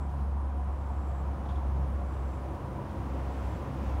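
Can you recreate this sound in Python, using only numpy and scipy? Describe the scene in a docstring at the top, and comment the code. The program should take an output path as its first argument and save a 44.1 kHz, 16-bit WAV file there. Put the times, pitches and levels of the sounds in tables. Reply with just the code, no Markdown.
"""A garden with traffic some way off. From the start an engine drones low over the road's rumble, slowly
losing speed; one insect buzzes steadily, another in swelling phrases. Soft rustles and ticks sound close
by, joined from about 1.5 s by scratchy chirps. Near 2.8 s the drone dips briefly. The rumble and tyre
hiss of a nearer vehicle, swelling all along, are loudest in the last second."""
import sys
import numpy as np
from scipy import signal
from scipy.fft import rfft, irfft
from scipy.io import wavfile

SR = 44100
rng = np.random.default_rng(int(sys.argv[2]) if len(sys.argv) > 2 else 0)


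def store_wav(level_fs):
    """Save 16-bit WAV to argv[1]."""
    pcm = np.round(np.clip(np.atleast_2d(level_fs), -1, 1) * 32767)
    wavfile.write(sys.argv[1], SR, pcm.T.astype(np.int16))


N = 176400

# Far road noise. Each row: frequency in Hz, density in dB per Hz before the road gain.
ROAD_SPECTRUM = [(20, -92), (30, -78), (42, -66), (60, -58.5), (100, -62), (130, -69), (190, -66),
                 (260, -71), (420, -79), (640, -79), (1080, -76.5), (1500, -87), (2000, -95.5),
                 (3000, -102.5), (4200, -109.5), (6000, -110.5), (8500, -116), (11000, -120), (16000, -121)]
# Tyre song. Each row: centre in Hz, width in Hz, level in dB before the road gain.
TYRE_BANDS = [(527, 88, -61.5), (720, 54, -55.5), (797, 48, -60.5), (903, 71, -60.5), (984.6, 52, -55.5)]
# Each row: time in seconds, gain in dB.
ROAD_GAIN_DB = [(0, 0), (.6, -1.5), (1.3, 1), (2.2, -0.5), (3, -0.5), (4, 0)]

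# Small close sounds. Each row: start in seconds, peak level in dB, decay in seconds.
RUSTLES = [(.07, -70, .09), (.17, -73, .06), (1.05, -74, .03), (1.5, -75, .1), (2.52, -70, .08),
           (2.9, -73, .05)]
TICKS = [(.877, -72, .002), (1.878, -68, .002), (1.917, -69, .002), (2.882, -71, 0.0019)]
CHIRPS = [(1.452, -64, 0.016), (1.487, -59, .03), (1.555, -68, .05), (2.135, -73, 0.037),
          (2.89, -63, 0.036)]
# Their spectra. Each row: frequency in Hz, relative density in dB.
RUSTLE_SPECTRUM = [(1000, -19), (3000, 7), (6000, -1), (10000, -3), (16000, -9)]
TICK_SPECTRUM = [(4000, -20), (11000, -8), (14000, 0), (16000, -2)]
CHIRP_SPECTRUM = [(1800, -20), (2800, -3), (3400, 7), (4500, -6), (7500, -15), (10000, -26), (16000, -35)]

# Insect wing resonances. Each row: centre in Hz, width in Hz, relative level in dB.
STEADY_WINGS = [(9160, 350, 0.5), (9420, 290, -1.5)]
PHRASE_WINGS = [(7480, 150, -1), (7720, 360, 0)]
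# Insect phrases. Each row: end in seconds, length in seconds, peak level in dB.
PHRASES = [(0.036, .6, -73), (1.204, 0.7, -75), (2.362, 0.55, -74.5), (3.567, 0.7, -75)]

# Nearer vehicle, body and tyres. Each row: frequency in Hz, density in dB per Hz before its gain.
RUMBLE_SPECTRUM = [(25, -95), (70, -69.5), (98, -55), (122, -68.5), (180, -69), (290, -72), (450, -73),
                   (570, -70.5), (660, -76), (900, -78), (1300, -86), (2500, -115)]
HISS_SPECTRUM = [(300, -104), (900, -81.5), (1400, -86), (2000, -89.5), (3000, -95), (4200, -103),
                 (6000, -104), (8500, -112), (11000, -115.5), (16000, -116.5)]
# Body boom. Each row: centre in Hz, width in Hz, level in dB before the rumble gain.
BOOM_BANDS = [(327, 52, -50.5), (541, 81, -52.5)]
# Each row: time in seconds, gain in dB.
RUMBLE_GAIN_DB = [(0, -17.5), (.9, -11), (1.35, -6.5), (1.65, -6), (2.1, -5.5), (2.75, -2), (3.3, -1.5),
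                  (4, -1.5)]
HISS_GAIN_DB = [(0, -24), (.6, -11), (1.2, -11), (2.3, -6), (2.8, -5), (3.15, -2), (3.45, 0.5), (3.7, -2),
                (3.9, 1.5), (4, -2)]

# Engine speed. Each row: time in seconds, firing rate in Hz.
FIRING_HZ = [(0, 70.5), (.25, 69), (.8, 69.1), (1.05, 68.2), (1.95, 67.74), (2.2, 66.88), (2.6, 67.32),
             (3.1, 66.37), (3.6, 66.52), (4, 66.44)]
# Exhaust overtones. Each row: multiple of the firing rate, relative level in dB.
OVERTONES = [(2, -3), (3, -13), (4, -13), (5, -15), (8, -23)]
# Firing tone and overtones. Each row: time in seconds, gain in dB.
DRONE_GAIN_DB = [(0, -32.5), (.12, -34), (.22, -30), (.65, -31), (.86, -35), (1.05, -33), (1.28, -31.5),
                 (1.42, -35.5), (1.5, -31.5), (1.78, -29.5), (2.1, -32.5), (2.46, -37.5), (2.58, -43),
                 (2.78, -51), (3.02, -34.5), (3.6, -35.5), (3.73, -40), (3.92, -32)]
OVERTONE_GAIN_DB = [(0, -45), (.75, -54), (1.3, -48.5), (2.3, -47), (2.65, -41.5), (3.3, -43.5),
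                    (3.48, -51), (3.72, -40.5), (4, -44.5)]


def from_db(db):
    """Decibels to gain."""
    return 10 ** (np.asarray(db) / 20)


def curve(rows):
    """Linear interpolation, one value per sample."""
    return np.interp(np.arange(N) / SR, *np.transpose(rows))


def unit_rms(x):
    """Scale to unit rms."""
    return x / np.sqrt(np.mean(x ** 2) + 1e-30)


def bins_hz():
    """Bin frequencies, floored at 1 Hz."""
    return np.maximum(np.arange(N // 2 + 1) * SR / N, 1)


def noise(spectrum):
    """Noise with the given density in dB per Hz."""
    hz, db = np.transpose(spectrum)
    gain = from_db(np.interp(np.log(bins_hz()), np.log(hz), db))
    return irfft(rfft(rng.standard_normal(N)) * gain, N) * np.sqrt(SR / 2)


def drift(corner_hz):
    """Slow random wander, unit rms."""
    rolloff = (1 + (bins_hz() / corner_hz) ** 2) ** 2
    return unit_rms(irfft(rfft(rng.standard_normal(N)) / rolloff, N))


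def resonate(x, hz, width_hz):
    """Steep-sided resonance, unit rms."""
    sos = signal.butter(2, [hz - width_hz / 2, hz + width_hz / 2], "band", fs=SR, output="sos")
    return unit_rms(signal.sosfilt(sos, x))


def far_road(waver_db=2.5):
    """Steady wash of far traffic; tyres sing in narrow, wavering bands."""
    song = sum(from_db(db + waver_db * drift(6)) * resonate(rng.standard_normal(N), hz, width_hz)
               for hz, width_hz, db in TYRE_BANDS)
    return from_db(curve(ROAD_GAIN_DB)) * (noise(ROAD_SPECTRUM) + song)


def bursts(rows, spectrum, attack_s):
    """Rustles, ticks or chirps: noise with a linear rise and exponential decay."""
    t = np.arange(N) / SR
    envelope = np.zeros(N)
    for start_s, db, decay_s in rows:
        rise = np.clip((t - start_s) / attack_s, 0, 1)
        fall = np.exp(-np.maximum(t - start_s - attack_s, 0) / decay_s)
        envelope += from_db(db) * rise * fall
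    return envelope * unit_rms(noise(spectrum))


def wing_buzz(wings, stroke_hz, depth, jitter):
    """Each stroke scrapes a puff of noise into the wing resonances; unit rms."""
    phase = 2 * np.pi * np.cumsum(stroke_hz * (1 + jitter * drift(6.1))) / SR
    scrape = rng.standard_normal(N) * np.exp(depth * np.cos(phase))
    return unit_rms(sum(from_db(db) * resonate(scrape, hz, width_hz) for hz, width_hz, db in wings))


def steady_insect(level_db=-79, waver_db=1.5):
    """Unbroken wing buzz, wavering slightly in level."""
    gain = from_db(level_db + waver_db * drift(13))
    return gain * wing_buzz(STEADY_WINGS, stroke_hz=87.5, depth=0.22, jitter=0.012)


def phrasing_insect(release_s=0.031):
    """Wing buzz in phrases that swell almost linearly, then break off."""
    t = np.arange(N) / SR
    envelope = np.zeros(N)
    for end_s, length_s, db in PHRASES:
        swell = np.clip((t - end_s + length_s) / length_s, 0, 1) ** 0.96
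        release = np.exp(-np.maximum(t - end_s, 0) / release_s)
        envelope += from_db(db) * swell * release
    return envelope * wing_buzz(PHRASE_WINGS, stroke_hz=184, depth=0.5, jitter=0.0177)


def nearer_vehicle():
    """Body rumble and boom swell first, tyre hiss peaks later."""
    boom = sum(from_db(db) * resonate(rng.standard_normal(N), hz, width_hz)
               for hz, width_hz, db in BOOM_BANDS)
    body = from_db(curve(RUMBLE_GAIN_DB)) * (noise(RUMBLE_SPECTRUM) + boom)
    hiss = from_db(curve(HISS_GAIN_DB)) * noise(HISS_SPECTRUM)
    return body + hiss


def engine(speed_wobble=0.0046, drone_flutter_db=0.3, overtone_flutter_db=4):
    """Far exhaust: a strong firing tone and weak overtones, each fluttering on its way."""
    firing_hz = curve(FIRING_HZ) * (1 + speed_wobble * drift(13.6))
    phase = 2 * np.pi * np.cumsum(firing_hz) / SR
    drone = from_db(curve(DRONE_GAIN_DB) - drone_flutter_db * drift(33)) * np.sin(phase)
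    overtones = np.zeros(N)
    for multiple, db in OVERTONES:
        gain = from_db(db + overtone_flutter_db * drift(4.3))
        overtones += gain * np.sin(multiple * phase + 2 * np.pi * rng.random())
    return np.sqrt(2) * (drone + from_db(curve(OVERTONE_GAIN_DB)) * overtones)


def scene():
    """Traffic, insects and small close sounds, in mono."""
    chirps = bursts(CHIRPS, CHIRP_SPECTRUM, attack_s=0.003)
    rustles = bursts(RUSTLES, RUSTLE_SPECTRUM, attack_s=0.025)
    ticks = bursts(TICKS, TICK_SPECTRUM, attack_s=0.001)
    traffic = engine() + far_road() + nearer_vehicle()
    insects = steady_insect() + phrasing_insect()
    return (traffic + insects + chirps + rustles + ticks)[None]


def record(dry):
    """Steep low-pass on the top treble."""
    cutoff_hz = 15720
    return signal.sosfilt(signal.ellip(12, 0.1, 70, cutoff_hz, fs=SR, output="sos"), dry)


dry = scene()
out = record(dry)
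store_wav(out)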